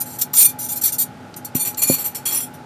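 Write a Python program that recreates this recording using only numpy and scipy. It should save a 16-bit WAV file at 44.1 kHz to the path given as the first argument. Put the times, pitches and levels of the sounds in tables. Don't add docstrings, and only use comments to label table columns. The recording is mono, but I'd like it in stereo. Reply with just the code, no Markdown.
import sys
import numpy as np
from scipy import signal
from scipy.fft import rfft, irfft
from scipy.io import wavfile

SR = 44100
rng = np.random.default_rng(int(sys.argv[2]) if len(sys.argv) > 2 else 0)


def file_out(sig):
    cols = np.atleast_2d(sig).T
    lim = np.clip(cols, -1, 1)
    pcm = np.round(lim * 32767).astype(np.int16)
    wavfile.write(sys.argv[1], SR, pcm)


N = 116865
T = np.arange(N) / SR
TOUCH_S, LAID_S = 1.54, 2.2
RISE_S, TOP_HZ = .004, 14150
SCATTER_DB, SPREAD_RAD = 1.5, .94
SIDES = np.array([[1], [-1]])


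def amp(db):
    return 10 ** (np.asarray(db) / 20)


def unit(x):
    return x / np.sqrt(np.mean(np.abs(x) ** 2))


def fade(age, t60):
    return np.exp(-np.log(1000) * age / t60)


def envelope(start, hold, rise, fall):
    age = np.maximum(T - start, 0)
    return (1 - np.exp(-age / rise)) * np.exp(-np.maximum(age - hold, 0) / fall)


def colour(x, curve):
    hz, db = np.array(curve, float).T
    f = np.maximum(np.fft.rfftfreq(N, 1 / SR), 1)
    gain = amp(np.interp(np.log(f), np.log(hz), db)) * (f < TOP_HZ * 1.1)
    return irfft(rfft(x) * unit(gain), N)


def band(hz, width):
    f = np.fft.rfftfreq(N, 1 / SR)
    return unit(irfft(rfft(rng.standard_normal(N)) / (1 + (2 * (f - hz) / width) ** 2), N))


def convolve(x, response):
    return signal.fftconvolve(np.atleast_2d(x), response, axes=-1)[:, :N]


def room(x):
    age, early_gain = T[:SR // 3], amp(1.5)
    early, late = rng.standard_normal((2, 2, len(age)))
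    echoes = early_gain * unit(early * np.exp(-age / .0006)) + amp(-20) * unit(late * fade(age, t60=.2))
    return (x + convolve(x, echoes / np.sqrt(len(age)))) / np.hypot(1, early_gain)


def grip(start):
    return (.6, .003) if start < TOUCH_S else (1, .001)


def impacts(size, per_second=900):
    hits = (rng.random(size) < per_second / SR) * rng.choice([-1, 1], size)
    hits = hits * amp(2 * rng.standard_normal(size))
    return unit(unit(hits) + .5 * rng.standard_normal(size))


# f/Hz, relative level/dB
AIR_COLOUR = [(40, -5), (239, -5), (487, -11.5), (856, -10.5), (1090, -20), (1430, -12.5), (1740, -20.5),
              (14000, -42.5)]
# f/Hz, width/Hz, level/dB
FAN_TONES = [(102, 90, -44), (251.7, 3.3, -47.5), (843.9, 31, -45)]


def fan_and_air(wide_hz=1976):
    middle, side = colour(rng.standard_normal((2, N)), AIR_COLOUR)
    side = irfft(rfft(side) * np.minimum(np.fft.rfftfreq(N, 1 / SR) / wide_hz, 1), N)
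    hum = sum(amp(db) * band(hz, width) for hz, width, db in FAN_TONES)
    return amp(-40) * (middle + side * SIDES) + hum


# t/s, chatter length/s, large ring level/dB, small ring level/dB, links level/dB
CONTACTS = [(.001, 0.014, -28, -30, -22.5), (0.053, .11, -62, -47, -34), (0.184, 0.029, -32.5, -41, -25.5),
            (.212, .008, -21.5, -29.5, -15), (0.332, 0.037, -30, -30, -16),
            (.366, 0.044, -15.5, -10.5, -13), (0.406, 0.024, -13, -14, -8.5),
            (0.444, 0.011, -10, -5.5, -16), (0.484, 0.015, -31.5, -36, -26),
            (0.586, 0.079, -37.5, -32, -28), (0.685, 0.021, -37, -23, -24.5),
            (0.713, 0.02, -28.5, -32, -24), (0.755, 0.022, -34, -27.5, -25), (0.81, 0.025, -39, -43, -23.5),
            (0.834, 0.027, -18, -24.5, -15), (0.866, 0.023, -49, -40, -18),
            (0.919, 0.025, -37, -28.5, -20.5), (0.982, 0.045, -22.5, -21.5, -20),
            (1.363, 0.0023, -39, -33, -27), (1.446, 0.0031, -28, -31, -25.5), (1.547, 0.02, -31, -28, -16),
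            (1.593, 0.03, -22.5, -22, -24.5), (1.648, 0.031, -28.5, -29.5, -16),
            (1.771, 0.034, -29, -43, -22.5), (1.817, 0.017, -13, -19, -12.5),
            (1.87, 0.051, -15.5, -32, -18), (1.921, .025, -20, -25.5, -15.5),
            (1.98, 0.039, -33.5, -53, -21), (2.041, 0.024, -32.5, -32, -18.5),
            (2.147, 0.0083, -31.5, -38, -18), (2.253, 0.036, -23.5, -28, -15.5),
            (2.308, 0.025, -31.5, -38, -16), (2.342, 0.037, -39, -34, -16), (2.392, 0.037, -50, -41, -23.5),
            (2.536, 0.01, -51, -47, -41.5)]
LARGE_RING_HZ = [2392, 4414, 7031, 10164, 13812]
SMALL_RING_HZ = [3553, 6043, 8991, 12293]
# in hand level/dB, on table level/dB
LARGE_RING_LEVELS = [(-23, -18.5), (-14, -10.5), (-12, -4.5), (1.5, -0.5), (3.5, -4)]
SMALL_RING_LEVELS = [(-23, -18), (-14, -11), (0.5, -1), (0, 0.5)]


def ring(pitches, levels, column, flutter_hz=97):
    out, size = np.zeros((2, N + SR)), SR // 3
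    age = T[:size]
    for contact in CONTACTS:
        start, hold = contact[:2]
        first = int(start * SR)
        time_share, detune = grip(start)
        for hz, (hand_db, table_db) in zip(pitches, levels):
            phase, lag, scatter, pull = rng.standard_normal(4)
            steps = rng.standard_normal((4, 256))
            flutter = .55 * np.array([np.interp(age * flutter_hz, np.arange(256), s) for s in steps])
            t60 = time_share * .14 * (1e4 / hz) ** .63
            shape = (1 - np.exp(-age / RISE_S)) * fade(np.maximum(age - hold, 0), t60)
            angle = 2 * np.pi * (hz * (1 + detune * pull) * age + phase) + SPREAD_RAD * lag * SIDES
            tone = (1 + flutter[:2]) * np.sin(angle) + flutter[2:] * np.cos(angle)
            db = contact[column] + (table_db if start > TOUCH_S else hand_db) + SCATTER_DB * scatter
            out[:, first:first + size] += amp(db) * shape * tone
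    return out[:, :N]


LINK_PITCHES = [3300, 4170, 5430, 5864, 7376, 8600, 9530, 9680, 10349, 11655, 11850, 12030, 12380, 13880]
# held level/dB, laid down level/dB
LINK_LEVELS = [(-20.5, -3), (-10.5, -4.5), (-7, 2), (-3, 1), (0.5, 0.5), (-3.5, -4.5), (0.5, 8), (3, -12),
               (-2, 14), (2.5, 1), (4, 1.5), (6, 12), (7.5, -5), (7, 7)]


def links(chatter_fall_s=.008):
    out, age = np.zeros((2, N + SR)), T[:SR // 6]
    for start, hold, _, _, db in CONTACTS:
        time_share, detune = grip(start)
        tones = 0
        for hz, (held_db, laid_db) in zip(LINK_PITCHES, LINK_LEVELS):
            scatter, pull, phase, lag = rng.standard_normal(4)
            angle = 2 * np.pi * (hz * (1 + detune * pull) * age + phase) + SPREAD_RAD * lag * SIDES
            tone_db = (laid_db if start > LAID_S else held_db) + SCATTER_DB * scatter
            tones = tones + amp(tone_db) * np.sin(angle)
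        shape = (1 - np.exp(-10 * age / RISE_S)) * fade(age, t60=.1 * time_share)
        ringing = unit(tones * shape) / np.sqrt(len(age))
        force = impacts(len(age)) * np.exp(-np.maximum(age - hold, 0) / chatter_fall_s)
        clink, first = convolve(force, ringing), int(start * SR)
        out[:, first:first + clink.shape[1]] += amp(db) * clink
    return out[:, :N]


def chatter(contacts, fall_s):
    power = sum((amp(db) * envelope(t, hold, RISE_S / 2, fall_s)) ** 2 for t, hold, _, _, db in contacts)
    return impacts(N) * np.sqrt(power)


def loop_ringing(low_hz, high_hz, count=48):
    age = T[:SR // 8]
    hz = low_hz + (high_hz - low_hz) * (np.arange(count) + rng.random(count)) / count
    phase = 2 * np.pi * rng.random((2, count, 1))
    tones = np.sin(2 * np.pi * hz[:, None] * age + phase).sum(axis=1)
    return unit(tones * fade(age, t60=.05)) / np.sqrt(len(age))


# f/Hz, relative level/dB
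SCRAPE_COLOUR = [(2500, -14), (7000, 0.5), (14000, -0.5)]


def scraping(loops=6):
    in_hand = [contact for contact in CONTACTS if contact[0] < TOUCH_S]
    scrapes = 0
    for k in range(loops):
        force = chatter(in_hand[k::loops], fall_s=.012)
        scrapes = scrapes + convolve(force, loop_ringing(LARGE_RING_HZ[0] / 2, TOP_HZ))
    return amp(-5) * colour(scrapes, SCRAPE_COLOUR)


# t/s, level/dB, f/Hz
HARD_TAPS = [(0.215, -14, 6000), (0.3393, -19, 5300), (0.3386, -21, 1480), (1.341, -30, 4900),
             (1.745, -27, 5700), (2.261, -24, 8700)]


def taps():
    return sum(amp(db) * envelope(t, hold=.002, rise=.0002, fall=.004) * band(hz, width=.45 * hz)
               for t, db, hz in HARD_TAPS)


# f/Hz, relative level/dB
RATTLE_COLOUR = [(900, -5), (1500, 3), (3400, -2), (9000, 0)]


def table_rattle():
    on_table = [contact for contact in CONTACTS if contact[0] >= TOUCH_S]
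    return amp(-9.5) * colour(chatter(on_table, fall_s=.024), RATTLE_COLOUR)


# t/s, level/dB, length/s (longer sounds duller)
TABLE_PUSHES = [(1.5505, -15, 0.0025), (1.8987, -13.5, 0.00073)]
# f/Hz, level/dB, time to fade by 60 dB/s
TABLE_TONES = [(158.7, -13, 0.24), (263, -3, 0.13), (336, 10.5, 0.015), (530, -1, 0.073)]


def table_knocks():
    push = 0
    for start, db, length in TABLE_PUSHES:
        half = length / 2
        push = push + amp(db) * np.exp(-2 * ((T - start - half) / half) ** 2) / (half * SR)
    boom = sum(amp(db) * np.sin(2 * np.pi * hz * T) * fade(T, t60) for hz, db, t60 in TABLE_TONES)
    return convolve(-push, boom[None])


def scene():
    large = ring(LARGE_RING_HZ, LARGE_RING_LEVELS, column=2)
    small = ring(SMALL_RING_HZ, SMALL_RING_LEVELS, column=3)
    steel = large + small + room(links()) + scraping() + room(table_rattle() + taps())
    lean = amp(SIDES * 1.9 / 2)
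    return steel * lean + table_knocks() + fan_and_air()


def record(dry):
    bass_cut = signal.butter(4, 108, "highpass", fs=SR, output="sos")
    treble_cut = signal.ellip(10, .2, 70, TOP_HZ, fs=SR, output="sos")
    clipped = np.clip(signal.sosfilt(bass_cut, dry), -.9, .9)
    return signal.sosfilt(treble_cut, clipped)


dry = scene()
out = record(dry)
file_out(out)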